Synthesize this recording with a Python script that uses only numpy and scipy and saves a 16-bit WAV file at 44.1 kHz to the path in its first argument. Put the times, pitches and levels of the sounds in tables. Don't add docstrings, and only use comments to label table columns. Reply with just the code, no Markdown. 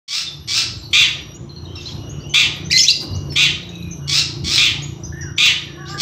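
import sys
import numpy as np
from scipy import signal
from scipy.fft import rfft, irfft
from scipy.io import wavfile
from scipy.ndimage import uniform_filter1d, minimum_filter1d

SR = 44100
rng = np.random.default_rng(int(sys.argv[2]) if len(sys.argv) > 2 else 0)


def digitize_waveform(pressure):
    field = np.atleast_2d(pressure).T
    bounded = np.clip(field, -1, 1)
    quanta = np.round(bounded * 32767).astype(np.int16)
    wavfile.write(sys.argv[1], SR, quanta)


def voltage_ratio(level):
    return 10 ** (np.asarray(level, float) / 20)


N = 265217


def evened(x):
    return x / np.sqrt(np.mean(x ** 2) + 1e-20)


def read(points, hz):
    f, value = np.transpose(points)
    return np.interp(np.log(hz + 1), np.log(f + 1), value)


def curve(points, t):
    return np.interp(t, *np.transpose(points))


def play(sounds):
    track = np.zeros(N)
    for s, sound in sounds:
        part = track[round(s * SR):][:len(sound)]
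        part += sound[:len(part)]
    return track


def wobble(size, hz):
    span = max(int(SR / hz / 2), 2)
    noise = rng.standard_normal(size + 4 * span)
    smooth = uniform_filter1d(uniform_filter1d(noise, span), span)
    return evened(smooth[2 * span:][:size])


def coloured(x, spectrum):
    gain = voltage_ratio(read(spectrum, np.fft.rfftfreq(len(x), 1 / SR)))
    return irfft(rfft(x) * gain, len(x))


def stack(hz, partials):
    turns = np.cumsum(hz) / SR
    return sum(g * np.cos(2 * np.pi * k * turns) for k, g in partials)


# (frequency [Hz], level [dB])
LATE_TREBLE = [(13600, -68), (14400, -18), (15200, -5), (16000, -30)]


def rasp(effort, arch, beak, flutter_hz, swing, depth, jitter, breath, late=0):
    s, effort_db = np.transpose(effort)
    t = np.arange(s[0], s[-1], 1 / SR)
    share = (t - s[0]) / 0.15
    hz = curve(arch, share)
    flutter = 2 * np.pi * np.cumsum(flutter_hz * (1 + 0.07 * wobble(len(t), 60))) / SR
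    shake = jitter * (1 + 1.72 * share) * wobble(len(t), 540)
    hz = hz * (1 + swing * np.sin(flutter) + shake)
    tone = evened(stack(hz, [(k, 1) for k in range(1, 13)]))
    breath = np.clip(breath * (1 + 1.2 * share), 0, 1)
    drive = (1 - breath) * tone + breath * rng.standard_normal(len(t))
    drive *= (1 + depth * np.cos(flutter)) * voltage_ratio(2.2 * wobble(len(t), 300))
    lateness = np.clip((share - 0.35) / 0.75, 0, 1)
    whistle = late * lateness * coloured(drive, LATE_TREBLE)
    edge = np.minimum(1, np.minimum((t - s[0]) / 0.0019, (s[-1] - t) / 0.0045))
    return s[0], evened(coloured(drive, beak) + whistle) * voltage_ratio(np.interp(t, s, effort_db)) * edge


# (start [s], held [s], effort [dB], change while held [dB])
NEAR_RASPS = [
    (0.928, 0.076, -5, -4.5),
    (2.336, 0.057, -8.5, -0.5),
    (3.354, 0.064, -13.5, 4.5),
    (4.572, 0.066, -12, 1.5),
    (5.374, 0.069, -14.5, 8.5),
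]
# (share of length, pitch [Hz])
NEAR_ARCH = [(0, 1070), (.1, 1190), (0.351, 1240), (.55, 1243), (0.718, 1075), (0.999, 896)]
# (frequency [Hz], level [dB per Hz])
NEAR_BEAK = [(700, -20.5), (1250, -21), (1800, -2.5), (2400, -0.5), (3050, 8.5), (3700, 1.5), (4400, -3),
             (5000, -12), (6400, -10.5), (8000, -19), (9800, -42.5),
             (12600, -31), (13300, -44), (13900, -60), (16000, -62)]


def snapped(s, held, db, change_db):
    full = s + 0.0083
    end = full + held
    return [(s, db - 29), (full, db), (end, db + change_db), (end + 0.09, db + change_db - 22.5)]


def near_bird():
    return play(rasp(snapped(*row), NEAR_ARCH, NEAR_BEAK, flutter_hz=228, swing=0.068,
                     depth=0.45, jitter=0.01, breath=0.11, late=1) for row in NEAR_RASPS)


# (start [s], time to the peak [s], peak effort [dB], fading [s])
RIVAL_RASPS = [
    (0.078, 0.078, -21.5, 0.18),
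    (0.474, 0.11, -16.5, 0.13),
    (4.075, 0.11, -14, 0.084),
    (4.439, 0.12, -16.5, .14),
    (5.976, 0.038, -16.5, .1),
]
# (share of length, pitch [Hz])
RIVAL_ARCH = [(0, 1117), (.35, 1150), (0.652, 1316), (1.2, 1370)]
# (frequency [Hz], level [dB per Hz])
RIVAL_BEAK = [(700, -20.5), (1250, -17), (2000, -6), (2800, -3), (4000, 3.5), (5400, 3), (6500, -7),
              (8000, -12), (9800, -26)]
# (frequency [Hz], level [dB per Hz])
RIVAL_TOP = [(10600, -39.5), (13600, -29), (15000, -23), (16000, -20)]


def swelled(s, rise, db, fade):
    peak = s + rise
    return [(s, db - 20.5), (s + 0.022, db - 10), (peak, db), (peak + 0.42 * fade, db - 8), (peak + fade, db - 64)]


def rival_bird():
    return play(rasp(swelled(*row), RIVAL_ARCH, RIVAL_BEAK + RIVAL_TOP, flutter_hz=265, swing=0.065,
                     depth=0.5, jitter=0.019, breath=0.24) for row in RIVAL_RASPS)


def note(s, length, from_hz, to_hz, db, overtone_db, burr, flicker_db):
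    u = np.linspace(0, 1, int(length * SR) + 8)
    hz = (from_hz + (to_hz - from_hz) * u) * (1 + burr * wobble(len(u), 450))
    low_notes = hz < 2250
    tone = stack(hz, [(1, 0.92), (2, voltage_ratio(overtone_db)), (3, voltage_ratio(overtone_db - 19)), (5, voltage_ratio(overtone_db - 47)),
                      (6, voltage_ratio(overtone_db - 44)), (7, voltage_ratio(overtone_db - 36) * low_notes)])
    edge = np.minimum(1, np.minimum(u * length / 0.0018, (1 - u) / 0.31))
    return s, voltage_ratio(db + 1.5 + flicker_db * wobble(len(u), 308)) * tone * np.sqrt(edge)


# (frequency [Hz], level [dB])
SONG_HISS = [(1400, -50), (1900, -20), (4000, 1), (7000, 1), (9000, -21), (12000, -17.5), (15000, -24)]


def breathy(song, db):
    strength = np.sqrt(abs(uniform_filter1d(song ** 2, 300)))
    return song + voltage_ratio(db) * coloured(strength * rng.standard_normal(N), SONG_HISS)


# (start [s], length [s], from [Hz], to [Hz], level [dB])
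REEDY_NOTES = [
    (2.701, 0.017, 1845, 2040, -31),
    (2.709, 0.016, 2108, 3160, -18.5),
    (2.719, 0.0065, 2120, 3200, -20),
    (2.727, 0.0061, 2640, 2070, -14),
    (2.732, 0.0486, 2007, 2097, -17.5),
    (2.776, 0.0051, 2220, 3430, -14),
    (2.835, .032, 2194, 2866, -25),
]
# (start [s], length [s], from [Hz], to [Hz], level [dB])
PURE_NOTES = [(2.761, 0.018, 4295, 4360, -8), (2.779, 0.021, 6400, 6930, -10.5),
              (2.785, 0.0082, 5660, 3880, -18), (2.789, .014, 3550, 2740, -15),
              (2.792, 0.0295, 5120, 5450, -8), (2.816, .03, 6330, 5930, -15),
              (2.834, 0.0277, 5600, 6140, -16), (2.866, 0.0256, 3346, 3650, -17),
              (2.881, 0.021, 3900, 4200, -8), (2.889, .017, 2844, 2734, -16.5),
              (2.902, .0075, 4515, 4670, -5.5), (2.909, 0.012, 4630, 4860, -10.5),
              (2.935, 0.0526, 5030, 4643, -26), (3.002, 0.022, 4730, 4680, -22.5)]


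def singer():
    reedy = play(note(*row, overtone_db=3.5, burr=0.008, flicker_db=1.5) for row in REEDY_NOTES)
    pure = play(note(*row, overtone_db=-33.5, burr=0.026, flicker_db=3.0) for row in PURE_NOTES)
    return breathy(reedy + pure, -7.5)


# (time [s], peak level [dB], centre [Hz])
KNOCKS = [(2.572, -40, 5895), (3.015, -22.5, 1020), (3.031, -20.5, 1120), (3.323, -26, 2977),
          (3.332, -39, 7010), (3.971, -44, 5000), (0.911, -33, 4800), (0.933, -27, 1836),
          (2.341, -14, 1700), (3.357, -29, 1700), (5.379, -28, 1700)]


def knock(s, db, hz):
    t = np.arange(1800) / SR
    tick = rng.standard_normal(len(t)) * voltage_ratio(db - 60 * t / 0.11)
    return s, coloured(tick, [(hz / 3, -22), (hz / 1.7, -2), (hz * 0.81, -2), (hz * 1.9, -14), (20000, -22)])


def cage_knocks():
    return play(knock(*row) for row in KNOCKS)


# (start [s], time to the peak [s], peak effort [dB], fading [s])
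DISTANT_RASPS = [
    (1.75, .14, -37.5, 0.089),
    (5.85, 0.038, -35.5, 0.12),
]
# (start [s], starting pitch [Hz], level [dB])
RISING_CHIPS = [
    (1.345, 6550, -43),
    (1.856, 3890, -29.5),
    (2.093, 6270, -40),
    (2.202, 4500, -46),
    (2.647, 5800, -38),
    (4.821, 6400, -33.5),
    (5.035, 5780, -32.5),
    (5.893, 4960, -38),
    (5.858, 3700, -41),
]
# (start [s], starting pitch [Hz], level [dB])
LEVEL_CHIPS = [(0.265, 3657, -27.5), (0.776, 7670, -43), (0.834, 4560, -38), (1.493, 4210, -41.5),
               (1.562, 4280, -36.5), (1.756, 5470, -37), (1.767, 2775, -37), (1.815, 6500, -46),
               (2.294, 6260, -38), (3.305, 5450, -33.5), (3.296, 4483, -40), (3.91, 6260, -33.5),
               (5.036, 5120, -46.5), (5.209, 5870, -33), (5.21, 5100, -49), (5.21, 6800, -52),
               (2.285, 7400, -55), (5.364, 5950, -37), (5.942, 1684, -30)]
# (start [s], starting pitch [Hz], level [dB])
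FALLING_TICKS = [(1.653, 3940, -38.5), (1.754, 3940, -34), (1.81, 3730, -33.5), (1.888, 3400, -29.5),
                 (1.918, 3820, -36), (3.63, 4000, -33), (3.69, 3930, -32.5), (3.753, 3930, -31),
                 (3.825, 4020, -35), (4.868, 7800, -45), (5.0, 7750, -52), (3.69, 6700, -44),
                 (3.752, 6500, -45.5), (3.825, 6840, -51), (5.165, 9090, -41)]
# (start [s], length [s], from [Hz], to [Hz], level [dB])
DRAWN_WHISTLES = [(1.669, 0.21, 3050, 3260, -46.5), (2.099, 0.22, 2850, 3050, -50),
                  (2.238, 0.13, 2800, 3120, -43.5), (3.717, 0.23, 2610, 2390, -44),
                  (5.123, 0.14, 1730, 1903, -36.5), (5.228, 0.081, 1706, 1400, -36),
                  (5.677, 0.1, 1807, 1700, -44.5), (5.783, 0.074, 1750, 1614, -39),
                  (5.833, 0.17, 1500, 1630, -43), (3.131, .04, 3900, 6970, -36),
                  (0.717, .2, 4100, 4080, -44), (5.897, 0.071, 7120, 7600, -42)]


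def chips(rows, length, glide, overtone_db):
    return [(s, length, hz, hz * (1 + glide), db, overtone_db) for s, hz, db in rows]


def far_birds():
    rasps = play(rasp(swelled(*row), RIVAL_ARCH, RIVAL_BEAK + RIVAL_TOP, flutter_hz=240, swing=0.07,
                      depth=0.5, jitter=0.02, breath=0.4) for row in DISTANT_RASPS)
    calls = chips(RISING_CHIPS, 0.0295, 0.1, -30)
    calls += chips(LEVEL_CHIPS, 0.0343, -0.037, -35)
    calls += chips(FALLING_TICKS, 0.01, -0.052, -21)
    short = play(note(*row, burr=0.014, flicker_db=1.85) for row in calls)
    drawn = play(note(*row, overtone_db=-51, burr=0.024, flicker_db=2.5) for row in DRAWN_WHISTLES)
    return rasps + short + drawn


# (start [s], length [s], third partial [Hz], level [dB])
FOWL_CALLS = [
    (5.768, 0.13, 1090, -34),
    (5.89, 0.107, 1162, -29),
]


def honk(s, length, hz, db):
    u = np.linspace(0, 1, int(length * SR))
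    roughness = (1 + 0.0055 * wobble(len(u), 206) + 0.0084 * wobble(len(u), 23.4))
    pitch = hz / 3 * (1 + 0.0427 * np.sqrt(u)) * roughness
    tone = stack(pitch, [(2, voltage_ratio(-7.5)), (3, 0.75), (4, voltage_ratio(-9.0)), (5, voltage_ratio(-21))])
    return s, voltage_ratio(db - 6 * u + wobble(len(u), 80)) * tone * signal.windows.tukey(len(u), 0.2)


def fowl():
    return play(honk(*row) for row in FOWL_CALLS)


# (frequency [Hz], level [dB])
DISTANCE = [(300, -6), (7000, 2), (9500, -29), (16000, -14)]


def from_afar(x):
    return coloured(x, DISTANCE)


# (start [s], length [s], starting pitch of the second partial [Hz], level [dB])
INSECT_PHRASES = [
    (0.075, .5, 5830, -47),
    (.6, 0.79, 5890, -47),
    (1.472, 0.85, 5890, -48.5),
    (2.505, 0.83, 5870, -45.5),
    (3.488, .65, 5880, -46.5),
    (4.203, 0.61, 5740, -49),
    (4.678, 0.68, 5850, -49.5),
    (5.394, 0.59, 5840, -47),
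]


def whine(s, length, hz, db):
    t = np.arange(0, length, 1 / SR)
    pitch = (hz - 200 * t) / 2 * (1 + 0.0044 * wobble(len(t), 200))
    mid_db = db + 10.5 * (t / length - 1)
    top_db = db - 19 + 3 * t / length
    levels = [(1, mid_db - 3.5 + 4.7 * wobble(len(t), 3.3)), (2, mid_db), (3, top_db - 27), (4, top_db)]
    partials = [(k, voltage_ratio(g + 3.33 * wobble(len(t), 90) + 3.5 * wobble(len(t), 6.1))) for k, g in levels]
    return s, stack(pitch, partials) * signal.windows.tukey(len(t), 0.12)


def insect():
    return play(whine(*row) for row in INSECT_PHRASES)


# (time [s], level [dB], boom of the pipe and ground [Hz])
ENGINE = [(.08, -24, 145), (.26, -9.5, 159), (.6, -4, 112.5), (1.3, -5.5, 154.4), (1.9, -0.5, 131.6),
          (2.4, -6.5, 145), (2.68, 4.5, 160.4), (2.95, -10.5, 156), (3.25, 0.5, 145), (3.5, 4.5, 150),
          (3.62, -2, 160), (3.85, 3.5, 176.6), (4.05, 2, 147), (4.7, 4, 129.6), (4.9, 4, 150.8),
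          (5.35, 2.5, 154), (5.56, -4, 156), (5.85, 1, 147)]
# (time [s], firings per second [Hz])
FIRING = [(0, 28.5), (1.2, 28.7), (2.0, 29.0), (2.9, 29.2), (3.4, 28.9), (4.0, 28.5), (6.02, 28.6)]
# (multiple of the firing rate, level [dB])
ORDERS = [(2, -65), (3, -40.5), (4, -42.5), (5, -45), (6, -47), (7, -52), (8, -81), (9, -78), (10, -52.5),
          (11, -47), (12, -44), (13, -58.5), (14, -60.5), (15, -67.5)]


def engine():
    t = np.arange(N) / SR
    s, *columns = np.transpose(ENGINE)
    loud_db, boom_hz = (np.interp(t, s, c) for c in columns)
    hz = curve(FIRING, t) * (1 + 0.0056 * wobble(N, 5.1))
    turns = np.cumsum(hz) / SR
    throb = np.zeros(N)
    for k, db in ORDERS:
        lift_db = 14 * np.exp(-(np.log(k * hz / boom_hz) / 0.13) ** 2)
        waver_db = 2.2 * wobble(N, 2.85) + 1.1 * wobble(N, 14.7)
        phase = 2 * np.pi * (k * turns + 0.31 * rng.random())
        throb += voltage_ratio(db + loud_db + lift_db + waver_db) * np.cos(phase)
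    return throb


# (frequency [Hz], level [dB per Hz])
AIR = [(25, -41), (50, -37), (75, 7), (190, -9.5), (330, -7.5), (460, -16.5), (1070, -23), (1960, -35.5),
       (2290, -34.5), (3200, -30.5), (4900, -43), (5900, -31), (7670, -57.5), (16000, -60)]
# (time [s], level [dB])
AIR_SWELL = [(.14, -100), (.27, -54), (.4, -51.5), (1.2, -49.5), (2.1, -43.5), (2.67, -44), (2.8, -50.5),
             (3.2, -44.5), (4.2, -48), (4.45, -46), (6.01, -50.5)]


def air():
    frames, hz = N // 256 + 5, np.fft.rfftfreq(1024, 1 / SR)
    a, b, patches = rng.standard_normal((frames, 513, 3)).T
    patches_db = 3.0 * evened(uniform_filter1d(uniform_filter1d(patches, 10, 0), 16, 1))
    z = (a + 1j * b) * voltage_ratio(read(AIR, hz)[:, None] + patches_db)
    x = signal.istft(z, nperseg=1024, noverlap=768)[1][:N]
    return evened(x) * voltage_ratio(curve(AIR_SWELL, np.arange(N) / SR) + 13.5)


# (frequency [Hz], time to fall 60 dB [s])
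YARD = [(800, 0.74), (2600, 0.44), (5000, 0.5), (8000, 0.32), (10500, 0.26), (14000, 0.13)]


def yard(x, first_s):
    taps = np.zeros(SR)
    at = np.arange(int(first_s * SR), SR - 20, 20)
    spots = at + rng.integers(0, 20, len(at))
    taps[spots] = rng.choice([-1., 1.], len(at))
    hz, t, z = signal.stft(taps, SR, nperseg=256)
    decay = voltage_ratio(-60 * t / read(YARD, hz)[:, None])
    tail = signal.istft(z * decay, SR, nperseg=256)[1]
    return signal.fftconvolve(x, tail / np.linalg.norm(tail))[:N]


def scene():
    near, rival = near_bird(), rival_bird()
    song = singer() + cage_knocks()
    far = from_afar(far_birds() + fowl())
    cages = near + voltage_ratio(2.0) * rival + song
    cage_echo = yard(voltage_ratio(-5.5) * near + voltage_ratio(-2.5) * rival + voltage_ratio(-9.5) * song, 0.006)
    far_echo = voltage_ratio(-5.5) * yard(far, 0.0054)
    return (cages + far + cage_echo + far_echo + insect() + engine() + air())[None]


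def roll_off(x):
    return signal.sosfilt(signal.butter(12, 16730, fs=SR, output="sos"), x)


def record(dry):
    opened = dry * np.clip((np.arange(N) / SR - 0.078) / 0.0017, 0, 1)
    crest = -minimum_filter1d(-abs(opened), size=133)
    limited = opened / uniform_filter1d(np.maximum(crest / 0.97, 1), size=67)
    thinned = signal.sosfilt(signal.butter(4, 62, "high", fs=SR, output="sos"), limited)
    lowpass = signal.firwin(511, 15650, window=("kaiser", 9), fs=SR)
    mix = signal.oaconvolve(thinned, lowpass[None], "same")
    return roll_off(np.clip(mix, -1, 1))


dry = scene()
out = record(dry)
digitize_waveform(out)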